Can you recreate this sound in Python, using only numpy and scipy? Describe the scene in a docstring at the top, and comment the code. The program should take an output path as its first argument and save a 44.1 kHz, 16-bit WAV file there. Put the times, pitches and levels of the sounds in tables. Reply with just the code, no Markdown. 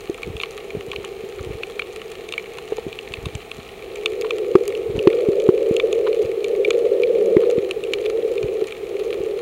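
"""Faint, hollow rushing water and a fine crackle open the scene, inside a watertight camera housing over a reef.
The rush is turbulence coloured by the housing's air cavity; its level surges and slackens.
Knocks and eddies thud on the case: each is a pressure pulse, a dying cavity ring and a burst of crunch.
Shrimp snaps are short cracks plus wall rings, scattered over the reef or placed close by.
Gritty bursts of grains, lumps of churning water and one low hum pass over a steady murmur, hiss and thin whine."""
import sys
import numpy as np
from scipy import signal
from scipy.fft import rfft, irfft
from scipy.io import wavfile
from scipy.ndimage import uniform_filter1d

SR = 44100
rng = np.random.default_rng(int(sys.argv[2]) if len(sys.argv) > 2 else 0)


def file_out(sig):
    """Save sig as 16-bit WAV at sys.argv[1]."""
    # one column per channel
    cols = np.atleast_2d(sig).T
    # limit, then scale
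    lim = np.clip(cols, -1, 1)
    pcm = np.round(lim * 32767).astype(np.int16)
    wavfile.write(sys.argv[1], SR, pcm)


N = 414981
TIME = np.arange(N) / SR


def from_db(db):
    """Decibels to gain."""
    return 10 ** (np.asarray(db) / 20)


def rms_one(x):
    """Scale to rms 1."""
    return x / np.sqrt(np.mean(x ** 2) + 1e-20)


def peak_one(x):
    """Scale to peak 1."""
    return x / (np.abs(x).max() + 1e-20)


def in_time(rows):
    """Draw a curve through (t/s, value) rows at every sample."""
    return np.interp(TIME, *np.transpose(rows))


def swell(at_s, length_s):
    """A smooth rise and fall of height 1 around a moment."""
    return np.exp(-2 * np.minimum(((TIME - at_s) / length_s) ** 2, 20))


def add(out, s, sound):
    """Mix a sound in at a time in seconds."""
    at = max(int(round(s * SR)), 0)
    out[at:at + len(sound)] += sound[:max(N - at, 0)]


def response(colour, size=4096):
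    """Minimum-phase impulse response of a body with this colour, falling 10 dB per octave beyond its ends."""
    hz, db = np.transpose(colour)
    octave = np.log2(np.maximum(np.fft.rfftfreq(size, 1 / SR), 1))
    known = np.log2(hz)
    beyond = np.abs(octave - np.clip(octave, known[0], known[-1]))
    level_db = np.interp(octave, known, db) - 10 * beyond
    # folding the cepstrum forward makes the response causal
    cepstrum = irfft(np.log(from_db(level_db)))
    cepstrum[1:size // 2] *= 2
    cepstrum[size // 2 + 1:] = 0
    return irfft(np.exp(rfft(cepstrum)))[:size // 2]


def noise(colour, size=N):
    """Noise of a given colour, rms 1."""
    body = response(colour)
    white = rng.standard_normal(size + len(body) - 1)
    return rms_one(signal.fftconvolve(white, body, "valid"))


def scatter(share, decay_s, size=600):
    """One click with the quick, dying reflections from rock and case."""
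    path = share * rng.standard_normal(size) * np.exp(-np.arange(size) / SR / decay_s)
    path[0] += 1
    return path


def resonate(x, hz, width_hz):
    """A two-pole resonance with gain 1 on top."""
    r = np.exp(-np.pi * width_hz / SR)
    feedback = [1, -2 * r * np.cos(2 * np.pi * hz / SR), r * r]
    return signal.lfilter(np.array([1, 0, -1]) * (1 - r * r) / 2, feedback, x)


# surges of the rushing water: t/s, level/dB
RUSH_LEVEL = [(0.0, -37.9), (1.02, -33), (3.08, -37.5), (3.65, -43.5), (4.14, -24.5), (4.55, -22.5),
              (4.92, -25), (5.08, -18.5), (6.23, -18), (6.33, -24.0), (6.64, -17.5), (7.5, -15.5),
              (7.74, -27.0), (8.16, -20.0), (8.65, -23.5), (8.68, -35.5), (8.98, -23.5), (9.4, -23.5)]
# colour of the housing's air cavity, driven by the flow: f/Hz, relative level/dB
CAVITY_COLOUR = [(110, -43.5), (190, -36.5), (240, -32), (282, -29), (315, -17.5), (352, -7.5), (388, -0.5),
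                 (447, 1.5), (490, -3.5), (550, -11.5), (600, -23), (655, -26), (780, -38.5), (950, -50)]
# above a brisk flow, the hollow tone rises with the flow's strength
TONE_HZ, BRISK_FLOW_DB, TONE_HZ_PER_DB = 433, -23, 3.0


def rush(cavity_hz=436):
    """Turbulence drives the cavity; its hollow tone shifts a little with the flow."""
    # spare length, as a higher tone reads the noise faster
    flow = noise(CAVITY_COLOUR, size=N + N // 4)
    flow_db = in_time(RUSH_LEVEL)
    # level out the slow drift: the surge sets the swell, the turbulence only the fast flutter
    flow = flow / np.sqrt(uniform_filter1d(flow ** 2, size=5000) + 1e-9)
    tone_hz = TONE_HZ + TONE_HZ_PER_DB * np.maximum(flow_db - BRISK_FLOW_DB, 0)
    position = np.cumsum(tone_hz / cavity_hz)
    return from_db(flow_db) * np.interp(position, np.arange(len(flow)), flow)


# the stiff housing wall, which passes the snaps: f/Hz, relative level/dB
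WALL_COLOUR = [(500, -68), (950, -15.5), (1100, 3), (1330, -0.5), (1550, -19), (1830, 2.5), (2020, -1.5),
               (2360, 7), (2620, 2.5), (3400, -2.5), (3920, -4), (4230, -4), (4800, -23.5), (7000, -40)]
# the thin crack of a snap: f/Hz, relative level/dB
CRACK_COLOUR = [(3500, -23.5), (4700, -5), (5400, -13), (6300, -3), (7200, -3), (8600, -11), (10500, -12),
                (13000, -20), (16000, -21)]


def colony(per_s=130, farthest=9, ring_db=-21.5, crack_db=-34, crack_spread_db=8.0, directions=20):
    """Shrimp spread over the reef snap at random; loudness falls as 1 / distance, echoes vary by direction."""
    out = np.zeros(N)
    wall, crack = response(WALL_COLOUR, size=1024), response(CRACK_COLOUR, size=1024)
    at = np.flatnonzero(rng.random(N) < per_s / SR)
    place = rng.random(N)[at]
    direction = rng.integers(0, directions, N)[at]
    aim = rng.standard_normal(N)[at]
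    loudness = 1 / np.sqrt(1 + place * farthest ** 2)
    ring_gain = loudness * from_db(ring_db)
    # a claw's aim makes its crack brighter or duller
    crack_gain = loudness * from_db(crack_db + crack_spread_db * np.clip(aim, -2, 2))
    for k in range(directions):
        here = direction == k
        ring = np.convolve(wall, scatter(share=0.4, decay_s=0.0018))
        snap = np.convolve(crack, scatter(share=0.31, decay_s=0.00095))
        for body, gain in ((ring, ring_gain), (snap, crack_gain)):
            where = at[here, None] + np.arange(len(body))
            out += np.bincount(where.ravel(), (gain[here, None] * peak_one(body)).ravel(), N)[:N]
    return out


# steady murmur of open water: f/Hz, relative level/dB
MURMUR_COLOUR = [(15, -8.5), (40, 5), (90, 0.5), (220, -0.5), (330, -1.5), (500, -38), (585, -19), (650, 6),
                 (710, 0.5), (790, 3), (950, -10), (1100, -10.5), (1500, -13), (3000, -18.5)]


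def open_water(murmur_db=-45, far_crackle_db=-48.0):
    """Steady noise for distant water and for far shrimp, whose snaps merge behind the wall."""
    return from_db(murmur_db) * noise(MURMUR_COLOUR) + from_db(far_crackle_db) * noise(WALL_COLOUR)


# the case's crunch: a band, its level at a 0 dB ring, and its rise in dB per dB of ring
CRUNCH_LOW_HZ, CRUNCH_HIGH_HZ, CRUNCH_DB, CRUNCH_FOLLOWS = 1230, 2200, -17, 1.7


def bumps(pushes, ring_s=0.0033, lead_s=0.00096, crunch_s=0.00076, leak_share=0.7):
    """Each bump is a push and pull of pressure; the cavity swells and dies within a few cycles."""
    out, t = np.zeros(N), np.arange(SR // 10) / SR
    before = t[len(t) // 4]
    # the ring starts slightly ahead of the push's midpoint
    since = np.maximum(t - before + lead_s, 0)
    middle = signal.butter(3, [CRUNCH_LOW_HZ, CRUNCH_HIGH_HZ], "band", fs=SR, output="sos")
    for s, thud_db, thud_hz, ring_db, ring_hz in pushes:
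        u = np.sqrt(2) * np.pi * thud_hz * (t - before)
        push = -2 * u * np.exp(-u * u)
        # the slowest part of the push leaks away
        thud = signal.lfilter(*signal.butter(1, leak_share * thud_hz, "high", fs=SR), push)
        ring = peak_one(since * np.exp(-since / ring_s) * np.cos(2 * np.pi * ring_hz * since))
        # the wall crunches briefly as it flexes, the more the harder it rings
        friction = rng.standard_normal(len(t)) * (t > before) * np.exp(-since / crunch_s)
        crunch = peak_one(signal.sosfilt(middle, friction))
        crunch_gain = from_db(CRUNCH_DB + CRUNCH_FOLLOWS * ring_db)
        add(out, s - before, from_db(thud_db) * thud + from_db(ring_db) * ring + crunch_gain * crunch)
    return out


# knocks on the case: t/s, relative thud level/dB, ring peak level/dB, ring f/Hz
CASE_KNOCKS = [(0.097, -22, -13, 369), (0.751, -20.5, -19.5, 416), (1.239, -26, -21.5, 420),
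               (2.722, -38, -11.5, 433), (2.784, -47, -17.5, 453), (2.867, -17.5, -21.5, 374),
               (4.554, -3, 3.5, 377.5), (5.073, -2, 1.5, 367), (5.288, -8, -9.5, 358),
               (5.490, -2, -1.5, 368), (5.712, -7.5, -13, 357), (7.368, -4.5, 0, 376),
               (7.582, -10, -16, 366), (8.621, -32, -12.5, 420)]
KNOCK_THUD_HZ = 196


def knocks():
    """Quick, hard pushes on the case that set the cavity ringing."""
    return bumps([(s, thud_db, KNOCK_THUD_HZ, ring_db, ring_hz)
                  for s, thud_db, ring_db, ring_hz in CASE_KNOCKS])


# close shrimp snaps: t/s, relative level/dB, ring f/Hz, crack level relative to the snap/dB
CLOSE_SNAPS = [(0.1438, -32.5, 2330, -4.5), (0.2316, -19.5, 2360, -35), (0.3666, -21.5, 2800, -20),
               (0.4, -16, 2810, -36), (0.413, -20, 2310, -25), (0.4341, -12, 2100, -40),
               (0.9155, -19.5, 2820, -24), (0.961, -16.5, 2500, -36), (1.048, -25.5, 2980, -5),
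               (1.633, -17.5, 2510, -45), (1.794, -13.5, 2240, -22), (1.82, -19, 2370, -45),
               (2.2887, -27, 2260, -9), (2.3233, -18.5, 2850, -13), (2.3376, -17.5, 2770, -30),
               (2.379, -12, 2380, -86), (2.585, -26, 2820, -12), (2.9277, -25.5, 2380, -17),
               (2.9888, -20, 2900, -28), (3.1381, -17, 2470, -21), (3.257, -21, 2800, -11.5),
               (3.352, -27.5, 2480, -1.5), (3.5154, -19.5, 2600, -27), (3.9573, -25.5, 2430, -8),
               (4.0589, -7, 2360, -21), (4.2198, -23, 2200, -14), (4.3069, -12, 2400, -20),
               (4.7506, -23.5, 2720, -21), (4.9906, -18.5, 2600, -34), (5.0731, -15.5, 2530, -30),
               (5.129, -23, 2380, -32), (5.4, -27.5, 2320, -9), (5.7659, -17, 2800, -11),
               (5.799, -10, 2430, -31), (5.9277, -16, 2780, -13), (6.129, -23, 2380, -22),
               (6.443, -20, 2290, -12.5), (6.648, -10.5, 2340, -46), (6.7058, -11, 2330, -12.5),
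               (7.0342, -13.5, 2340, -43), (7.5007, -24, 2430, -11), (7.71, -15.5, 2630, -18),
               (7.8376, -24, 2710, -13), (7.9352, -10, 2270, -22), (8.0613, -19.5, 2290, -28),
               (8.379, -24, 2410, -26), (8.4284, -24.5, 2480, -15), (8.7228, -22.5, 2470, -18),
               (9.1274, -20, 2400, -48)]
# the wall's main ring under a close snap: f/Hz, relative level/dB
MAIN_RING_COLOUR = [(600, -41), (950, -28), (1100, -12), (1330, -15), (1550, -24.5), (1830, -22.5),
                    (2020, -20.5), (2300, -4), (2850, -7.5), (3300, -17.5), (4200, -53.5)]
# the wall's upper rings: f/Hz, relative level/dB
UPPER_RING_COLOUR = [(2000, -17), (2700, 13), (3300, 14.5), (3650, 14.5), (3950, 4.5), (4230, 11.5),
                     (4500, 0.5), (5000, -8)]


def close_shrimp(ring_db=0.5, upper_follows=0.11, crack_db=7.0, mode_db=1.5, mode_width_hz=300,
                 crack_hz=7600, crack_octaves=0.36, crack_width_share=0.6, crack_focus_db=5, echo_s=0.0018):
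    """A claw's collapsing bubble cracks and rings the wall at a pitch that depends on where it hits."""
    out = np.zeros(N)
    main, upper, crack = response(MAIN_RING_COLOUR), response(UPPER_RING_COLOUR), response(CRACK_COLOUR)
    for s, snap_db, hz, sharp_db in CLOSE_SNAPS:
        ring = np.convolve(main, scatter(share=0.52, decay_s=echo_s))
        ring = ring + from_db(mode_db) * resonate(ring, hz, mode_width_hz)
        add(out, s, from_db(snap_db + ring_db) * peak_one(ring))
        # the sharper the crack, the more it stirs the upper rings
        high = np.convolve(upper, scatter(share=0.93, decay_s=echo_s))
        add(out, s, from_db(snap_db + upper_follows * sharp_db) * peak_one(high))
        # the crack gathers around a random pitch, as bubbles vary in size
        collapse = np.convolve(crack, scatter(share=0.33, decay_s=0.0007))
        centre = crack_hz * 2 ** rng.uniform(-crack_octaves, crack_octaves)
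        width = crack_width_share * centre
        focus = resonate(resonate(collapse, centre, width), centre, width)
        sharp = peak_one(collapse) + from_db(crack_focus_db) * peak_one(focus)
        add(out, s, from_db(snap_db + sharp_db + crack_db) * peak_one(sharp))
    return out


# short gritty scrapes; the two near 2.7 s are the upper body of knocks on the case:
# t/s, relative level/dB, body f/Hz
GRITTY_BURSTS = [(0.182, -36, 1180), (0.935, -33.5, 1070), (1.044, -34.5, 1080), (1.392, -35.5, 1240),
                 (2.586, -34, 1130), (2.725, -35.5, 760), (2.787, -31.5, 800), (3.258, -37, 1140),
                 (4.25, -29.5, 1070), (5.131, -37, 1200), (6.073, -25.5, 1130), (7.435, -33.5, 1170)]
BURST_S = 0.0082


def gritty_bursts(width_hz=400, grit_db=-6, grains_per_s=700):
    """A quick run of random grains sounds the wall's low mode, with a little grit above."""
    out, t, wall = np.zeros(N), np.arange(SR // 5) / SR - 1 / 10, response(WALL_COLOUR)
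    stroke = np.exp(-2 * (t / BURST_S) ** 2)
    for s, db, hz in GRITTY_BURSTS:
        grains = rng.standard_normal(len(t)) * (rng.random(len(t)) < grains_per_s / SR) * stroke
        body = resonate(resonate(grains, hz, width_hz), hz, width_hz)
        grit = signal.fftconvolve(grains, wall)[:len(t)]
        burst = rms_one(body) + from_db(grit_db) * rms_one(grit)
        add(out, s + t[0], from_db(db) * stroke.std() * burst)
    return out


# eddies that slap the case, mostly in short runs: t/s, relative level/dB, thud f/Hz
EDDY_SLAPS = [(0.274, -26.5, 133), (0.303, -27, 80.7), (0.355, -28, 77), (0.772, -24, 109),
              (0.885, -31, 140), (0.986, -31, 97.5), (1.41, -28, 75.4), (1.472, -27, 79),
              (1.507, -27.5, 94.2), (1.553, -29.5, 83.4), (2.88, -32, 96), (3.112, -33, 75.4),
              (3.187, -31, 75.4), (3.239, -30, 75.4), (3.268, -22, 87), (3.356, -24, 88.8),
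              (3.59, -30.5, 135), (4.9, -25, 88.8), (4.957, -23.5, 94.2), (4.981, -20, 140),
              (6.254, -30, 78.1), (8.445, -21, 75.4), (9.205, -34, 108)]
# thud and weak cavity ring, in dB relative to the slap's level
EDDY_THUD_DB, EDDY_RING_HZ, EDDY_RING_DB = 5, 420, -5


def eddies():
    """Soft, low slaps of water: slower pushes than a knock, ringing the cavity only weakly."""
    return bumps([(s, db + EDDY_THUD_DB, hz, db + EDDY_RING_DB, EDDY_RING_HZ) for s, db, hz in EDDY_SLAPS])


# churning water: f/Hz, relative level/dB
CHURN_COLOUR = [(25, -15), (50, 9.5), (100, 2.5), (200, -8), (330, 3.5), (600, -10.5)]
# length of a lump, and its level relative to its eddy
CHURN_S, CHURN_DB = 0.039, -11.5


def churning():
    """Brief lumps of low turbulence around the eddies."""
    lumps = sum(from_db(db + CHURN_DB) * swell(s, CHURN_S) for s, db, _ in EDDY_SLAPS)
    return lumps * noise(CHURN_COLOUR)


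HUM_AT_S, HUM_S, HUM_DB = 7.27, 0.23, -41.5
HUM_PITCH_HZ, HUM_WAVER_HZ, HUM_WAVER_SHARE = 200, 16, .45


def low_hum():
    """A faint sine hum swells once and fades, its level wavering at random."""
    flutter = rms_one(resonate(rng.standard_normal(N), HUM_WAVER_HZ, HUM_WAVER_HZ))
    waver = 1 + HUM_WAVER_SHARE * flutter
    tone = np.sqrt(2) * np.sin(2 * np.pi * HUM_PITCH_HZ * TIME)
    return from_db(HUM_DB) * swell(HUM_AT_S, HUM_S) * waver * tone


def scene():
    """Everything that reaches the microphone inside the housing."""
    water = rush() + open_water() + churning() + low_hum()
    case = knocks() + eddies() + gritty_bursts()
    shrimp = colony() + close_shrimp()
    return (water + case + shrimp)[None]


# the microphone's own hiss: f/Hz, relative level/dB
HISS_COLOUR = [(1000, 9), (5000, 1), (7000, 5), (8600, 4.5), (10000, 0.5), (13000, 0.5), (16000, -1.5)]
WHINE_HZ, WHINE_DB, NOTCH_HZ, CUTOFF_HZ = 15734, -76, 7810, 15800


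def record(dry, hiss_db=-54.5, notch_width_hz=300):
    """The camera adds hiss and a thin whine, notches the treble, clips at full scale and cuts the top."""
    whine = np.sqrt(2) * np.sin(2 * np.pi * WHINE_HZ * TIME)
    x = dry + from_db(hiss_db) * noise(HISS_COLOUR) + from_db(WHINE_DB) * whine
    x = signal.lfilter(*signal.iirnotch(NOTCH_HZ, NOTCH_HZ / notch_width_hz, fs=SR), x)
    lowpass = signal.ellip(12, .1, 80, CUTOFF_HZ, fs=SR, output="sos")
    return signal.sosfilt(lowpass, np.clip(x, -1, 1))


dry = scene()
out = record(dry)
file_out(out)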